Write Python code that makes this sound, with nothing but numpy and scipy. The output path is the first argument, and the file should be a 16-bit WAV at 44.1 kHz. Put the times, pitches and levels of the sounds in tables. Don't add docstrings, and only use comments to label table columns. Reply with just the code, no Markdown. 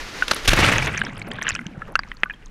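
import sys
import numpy as np
from scipy import signal
from scipy.fft import rfft, irfft
from scipy.io import wavfile
from scipy.ndimage import uniform_filter1d

SR = 44100
rng = np.random.default_rng(int(sys.argv[2]) if len(sys.argv) > 2 else 0)


def dump_mix(stems):
    frames = np.atleast_2d(stems).T
    limited = np.clip(frames, -1, 1)
    pcm = np.round(limited * 32767).astype(np.int16)
    wavfile.write(sys.argv[1], SR, pcm)


N = 110250
T = np.arange(N) / SR


def gain(db):
    return 10 ** (np.asarray(db) / 20)


def unit(x):
    return x / np.sqrt(np.mean(x ** 2))


def curve(table, column=1):
    rows = np.array(table, float)
    return np.interp(T, rows[:, 0], rows[:, column])


def colour(x, tone):
    size = 2 ** 17
    hz, db = np.array(tone, float).T
    bin_hz = np.arange(size // 2 + 1) * SR / size
    response = gain(np.interp(np.log(bin_hz + 1), np.log(hz), db))
    cepstrum = irfft(np.log(response))
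    cepstrum[1:size // 2] *= 2
    cepstrum[size // 2 + 1:] = 0
    return irfft(rfft(x, size) * np.exp(rfft(cepstrum)))[:N]


def noise(tone):
    return unit(colour(rng.standard_normal(N), tone))


def wander(per_s):
    step = SR // per_s
    stairs = np.repeat(rng.standard_normal(N // step + 1), step)
    return unit(uniform_filter1d(stairs, step)[:N])


def add(out, start, sound):
    i = int(np.clip(start * SR, 0, N - 1))
    out[i:i + len(sound)] += sound[:N - i]


def rise_and_fade(t, attack_s, fade_s):
    return (1 - np.exp(-t / attack_s)) * np.exp(-np.log(1000) * t / fade_s)


def ring(hz, fade_s, attack_s, sharp=0, settle_s=0.00036):
    t = np.arange(int(fade_s * SR) + 2) / SR
    phase = hz * (t + sharp * settle_s * (1 - np.exp(-t / settle_s)))
    return np.sin(2 * np.pi * phase) * rise_and_fade(t, attack_s, fade_s)


def bubbles(per_s, pitch_hz, octaves, cycles, scatter_db):
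    out, rate = np.zeros(N), per_s * np.ones(N)
    due = np.cumsum(rate) / SR
    chances, detunes = rng.random((5000, 2)), np.clip(rng.standard_normal(5000), -2, 2)
    for k, (when, luck) in enumerate(chances[:int(due[-1])]):
        i = min(np.searchsorted(due, k + 2 * when), N - 1)
        hz = min(pitch_hz[i] * 2 ** (octaves * detunes[k]), SR / 3)
        damping = hz * (1 + rate[i] / 7700)
        strength = gain(-scatter_db * np.log(.02 + .98 * luck)) * np.sqrt(damping / rate[i])
        add(out, i / SR, strength * ring(hz, cycles / damping, attack_s=1.6 / damping))
    return unit(out)


# (time [s], level [dB])
SWELL_LEVEL = [(0, -28), (.07, -48), (.42, -40.5), (.5, -25), (.65, -40), (.8, -40), (.95, -44.5),
               (1.3, -45), (1.9, -45), (2.5, -42.5)]
# (frequency [Hz], level [dB])
SWELL_TONE = [(10, -6.5), (28, 15), (55, -1), (250, -44.5), (1000, -50)]
# (frequency [Hz], level [dB])
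DISTANT_FOAM_TONE = [(30, 4.5), (200, 0), (500, -7.5), (1000, -13), (1600, -8), (2800, -14), (4500, -23),
                     (13000, -33.5), (16000, -53)]
# (time [s], level [dB], pitch [Hz], fade time [s])
SHOVES = [(0.479, -13.5, 89.5, 0.12), (0.485, -9, 28, 0.1), (0.533, -11.5, 28, 0.16),
          (0.822, -18.5, 34.8, 0.091), (1.522, -20, 77, 0.033), (1.662, -20, 182, 0.051),
          (1.777, -17, 143.1, 0.022)]


def deep_water():
    swell = noise(SWELL_TONE) * gain(curve(SWELL_LEVEL))
    distant_foam = noise(DISTANT_FOAM_TONE) * gain(-50.5 + 2 * wander(per_s=30))
    out = swell + distant_foam
    for start, db, hz, fade_s in SHOVES:
        add(out, start, gain(db) * ring(hz, fade_s, attack_s=0.15 / hz))
    return out


# (time [s], level [dB])
SURF_LEVEL = [(0, -35), (.12, -37), (.22, -33.5), (.4, -31.5), (.47, -32.5), (.6, -21), (.85, -32),
              (1.2, -100)]
# (frequency [Hz], level [dB])
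SURF_TONE = [(30, -18), (120, -5.5), (350, 1), (700, -4), (1200, -1), (1900, 1.5), (3000, -4), (4600, -4.5),
             (6500, -8), (8000, -15.5), (10000, -16), (13300, -18), (16000, -37.5)]


def surf():
    return noise(SURF_TONE) * gain(curve(SURF_LEVEL) + 1.54 * wander(per_s=40))


# (middle time [s], level [dB], pitch [Hz], time spread [s])
GLUGS = [(1.311, -38.5, 583, 0.021), (1.578, -37.5, 191, 0.031), (1.787, -46, 613, 0.064),
         (1.906, -38, 624, 0.014)]


def glugs():
    level = sum(gain(db) * np.exp(-.5 * ((T - middle) / spread) ** 2) for middle, db, _, spread in GLUGS)
    times, _, pitches, _ = np.array(GLUGS).T
    nearest_run = np.argmin(np.abs(T[:, None] - times), axis=1)
    return level * bubbles(500, pitches[nearest_run], octaves=0.44, cycles=9.1, scatter_db=5)


# (time [s], level [dB], pitch [Hz])
AIR_POCKETS = [(.45, -51, 89), (.5, -28.5, 96), (.66, -22, 117), (.8, -29, 122.5), (.98, -34, 120),
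               (1.1, -38, 171), (1.3, -38, 180), (1.47, -45.5, 188), (1.66, -43.5, 206),
               (1.85, -45.5, 169.9), (2.1, -51.5, 165), (2.5, -57, 149)]


def gurgle():
    wobble = bubbles(240, curve(AIR_POCKETS, column=2), octaves=0.435, cycles=11, scatter_db=3)
    return wobble * gain(curve(AIR_POCKETS))


# (time [s], level [dB], pitch [Hz])
TINY_BURSTS = [(0.2822, -12.5, 2710), (0.346, -3, 10800), (0.664, -5.5, 8900), (0.782, -4, 6380),
               (0.860, -11.5, 6450), (0.875, -16.5, 10900), (0.931, -24, 8000), (0.976, -8, 6199),
               (0.982, -16, 5900), (1.0505, -16, 5420), (1.065, -21.5, 3350), (1.168, -29, 4850),
               (1.1793, -22.5, 9400), (1.1955, -21, 7540), (1.224, -27, 4400), (1.287, -26, 10100),
               (1.3137, -23.5, 7400), (1.319, -23, 4660), (1.335, -25, 9200), (1.4214, -16.5, 10700),
               (1.428, -11, 6040), (1.436, -18, 7640), (1.481, -22, 6100), (1.4905, 0.5, 6990),
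               (1.499, -11, 7200), (1.5055, -19, 5430), (1.5176, -18, 4470), (1.528, -22, 3660),
               (1.543, -22, 6500), (1.5508, -11, 5520), (1.553, -17.5, 8250), (1.9552, -11.5, 4400),
               (1.9555, -13.5, 6000), (1.9613, -23.5, 8300), (1.992, -15.5, 4980), (2.1692, -28.5, 4400),
               (2.4595, -25, 6370)]


def tiny_bursts():
    def tick(hz):
        return ring(hz, fade_s=30 / hz, attack_s=1.16 / hz)

    out, cluster_s = np.zeros(N), 0.0031
    for start, db, hz in TINY_BURSTS:
        add(out, start, gain(db) * tick(hz))
        for when, pitch in rng.random((3, 2)):
            follower_hz = min(hz * 2 ** (0.71 * (2 * pitch - 1)), SR / 3.5)
            add(out, start + when * cluster_s, gain(db - 16) * tick(follower_hz))
    return out


# (time [s], level [dB], pitch [Hz], fade time [s], second pitch [Hz], second level above first [dB])
POPS = [(0.2231, -2, 1493, 0.027, 2780, -19), (0.7579, -13, 1930, 0.018, 3350, -6),
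        (0.7830, -2, 1690, 0.0073, 2540, -1), (0.8235, -10.5, 2300, 0.025, 1550, -9),
        (0.8705, -10.5, 1615, 0.013, 2480, -2), (0.945, -18, 1571, .02, 2320, -13),
        (0.9782, -12.5, 2380, 0.018, 1660, -2), (1.016, -1, 1616, 0.013, 2930, -10.5),
        (1.0672, -15, 1580, 0.013, 3300, -15), (1.217, -12.5, 2220, 0.01, 3830, -16),
        (1.3158, -13.5, 1800, 0.0084, 3150, -1), (1.3859, -18, 1580, 0.024, 2340, -25),
        (1.4215, -7.5, 1821, 0.0082, 3200, -16), (1.4676, -4.5, 1710, 0.011, 3040, -8.5),
        (1.481, -6.5, 1780, 0.0084, 2970, -2), (1.498, -13.5, 2570, 0.024, 1460, -5),
        (1.5062, -5.5, 1800, 0.0097, 2730, -6), (1.5512, -15, 2500, 0.022, 1400, -6.5),
        (1.5615, -15, 2960, 0.009, 1650, 0.5), (1.5913, -14, 2050, 0.014, 1470, -4.5),
        (1.6666, -8.5, 2883, 0.0037, 6020, -6.5), (1.8190, -17.5, 1340, 0.026, 1690, -3.5),
        (1.9545, 2.5, 1404, 0.013, 2726, -7), (1.9599, -9, 1569, 0.02, 2640, -25),
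        (1.9914, -9.5, 1655, 0.016, 4700, -5), (1.9923, -11, 1133, 0.012, 1254, -4.5),
        (2.0343, -15.5, 2100, 0.0075, 4000, -13), (2.1165, -12, 1929, 0.0084, 3020, -9),
        (2.2338, 8.5, 1690, 0.0043, 2564, -7), (2.2583, -26.5, 1193, 0.046, 1496, 1.5),
        (2.2983, -14.5, 1750, 0.018, 2850, -20), (2.307, -19.5, 1676, 0.027, 2460, -3),
        (2.337, -32.5, 3200, 0.029, 1847, -9)]
# (frequency [Hz], level [dB])
RATTLE_TONE = [(200, -11.5), (700, -7), (1050, 0.5), (1800, 1.5), (3100, -5), (4200, -35), (6200, -24.5),
               (14000, -43)]


def pops():
    out, rattle_level, t = np.zeros(N), np.zeros(N), T[:SR // 25]
    attack_s, knock_s = 0.00052, 0.00033
    knock = -(t / knock_s) ** 2 * np.exp(-2 * t / knock_s)
    shake = rise_and_fade(t, attack_s, fade_s=0.015)
    for start, db, hz, fade_s, second_hz, second_db in POPS:
        add(out, start, gain(db) * ring(hz, fade_s, attack_s, sharp=0.09))
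        add(out, start, gain(db + second_db) * ring(second_hz, fade_s * 1.17, attack_s, sharp=0.09))
        add(out, start, gain(db - 13.5) * knock)
        add(rattle_level, start, gain(db - 16) * shake)
    return out + rattle_level * noise(RATTLE_TONE)


# (time [s], level [dB], length [s], extra thud [dB])
SPLASHES = [(0.2801, -21, 0.0034, -7.5), (0.3109, -13, 0.0062, 2), (0.333, -22, 0.0029, -1),
            (0.361, -26.5, 0.0067, -1), (0.447, -30.5, 0.0085, 1.5), (0.4563, -24.5, 0.0017, 0),
            (0.4761, -11.5, 0.016, -7.5), (0.477, -19, 0.0013, 1.5), (0.519, -24.5, 0.004, 0),
            (0.532, -12, 0.0041, 1), (0.589, -21.5, 0.003, 9)]
# (frequency [Hz], level [dB])
SPRAY_TONE = [(100, -37), (700, -20), (1500, -3.5), (2700, 2.5), (4200, -0.5), (6200, -4), (8000, -12),
              (9500, -8.5), (13000, -12.5), (16000, -28)]
# (frequency [Hz], level [dB])
THUD_TONE = [(30, -18.5), (100, 1), (300, 3.5), (900, -4), (1500, 4.5), (4000, -40)]


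def splashes():
    rough_noise = rng.standard_normal(N) * np.exp(.3 * wander(per_s=2000))
    spray = unit(colour(rough_noise, SPRAY_TONE))
    thud = noise(THUD_TONE) * gain(-3)
    out, attack_s, release_s = np.zeros(N), 0.00042, 0.0032
    for start, db, length, thud_db in SPLASHES:
        rise = np.clip((T - start) / attack_s, 0, 1)
        fall = np.exp(-np.maximum(T - start - length, 0) / release_s)
        out += gain(db) * rise * fall * (spray + gain(thud_db) * thud)
    return out


# (time [s], level [dB])
CHURN_LEVEL = [(.44, -68), (.48, -56), (.56, -22.5), (.61, -20.5), (.67, -23), (.74, -27), (.86, -31.5),
               (.91, -34), (1.1, -42), (1.5, -43), (1.9, -76)]
# (frequency [Hz], level [dB])
CHURN_TONE = [(30, 4.5), (100, 0), (250, 3.5), (500, 3.5), (1100, 2), (1500, -1), (2700, 2), (4400, -26),
              (6200, -19.5), (8000, -63), (13000, -32), (16000, -53)]


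def churn():
    sunk = np.interp(T, [0.836, 1.041], [0, 1])
    bright = noise(CHURN_TONE)
    muffled = signal.sosfilt(signal.butter(2, 2190, fs=SR, output="sos"), noise(CHURN_TONE))
    return (np.sqrt(1 - sunk) * bright + np.sqrt(sunk) * muffled) * gain(curve(CHURN_LEVEL))


# (time [s], crackle level [dB], fizz level [dB], crackling bubbles [per s])
FOAM = [(.47, -70, -62, 1120), (.5, -25, -31, 6700), (.56, -26, -35, 6430), (.65, -17.5, -24.5, 6000),
        (.74, -26, -37.5, 3500), (.9, -36, -52, 1700), (.99, -27, -49, 1245), (1.04, -43.5, -58, 665),
        (1.15, -42.5, -57.5, 540), (1.28, -51, -63, 428), (1.42, -36, -63, 990), (1.5, -31, -43, 2200),
        (1.58, -45, -64, 560), (1.7, -52, -68.5, 318), (1.83, -51, -74.5, 400), (2.1, -52.5, -64, 293),
        (2.5, -61, -77, 217)]
# (time [s], pitch [Hz])
CRACKLE_PITCH = [(.65, 2090), (1.5, 1957), (1.75, 1510)]


def white_water():
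    gusts = gain(4 * wander(per_s=110))
    roar = churn()
    per_s = curve(FOAM, column=3)
    crackle = bubbles(per_s, curve(CRACKLE_PITCH), octaves=0.43, cycles=18.4, scatter_db=5)
    crackle *= gain(curve(FOAM))
    fizz = bubbles(0.76 * per_s, pitch_hz=np.full(N, 6600), octaves=0.55, cycles=15, scatter_db=5)
    fizz *= gain(curve(FOAM, column=2) + 5.5 * wander(per_s=70))
    return (roar + crackle + fizz) * gusts


def scene():
    wave = surf() + splashes() + white_water()
    return (wave + gurgle() + glugs() + pops() + tiny_bursts() + deep_water())[None]


# (frequency [Hz], level [dB])
CASE_TONE = [(20, 1.5), (3000, -0.5), (6500, -3), (7900, -5), (9200, -4.5), (13000, -9.5), (16000, -9)]


def record(dry):
    clipped = np.clip(colour(dry[0], CASE_TONE), -1, 1)
    treble_cut = signal.ellip(8, .2, 80, 15600, fs=SR, output="sos")
    return signal.sosfilt(treble_cut, clipped)[None]


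dry = scene()
out = record(dry)
dump_mix(out)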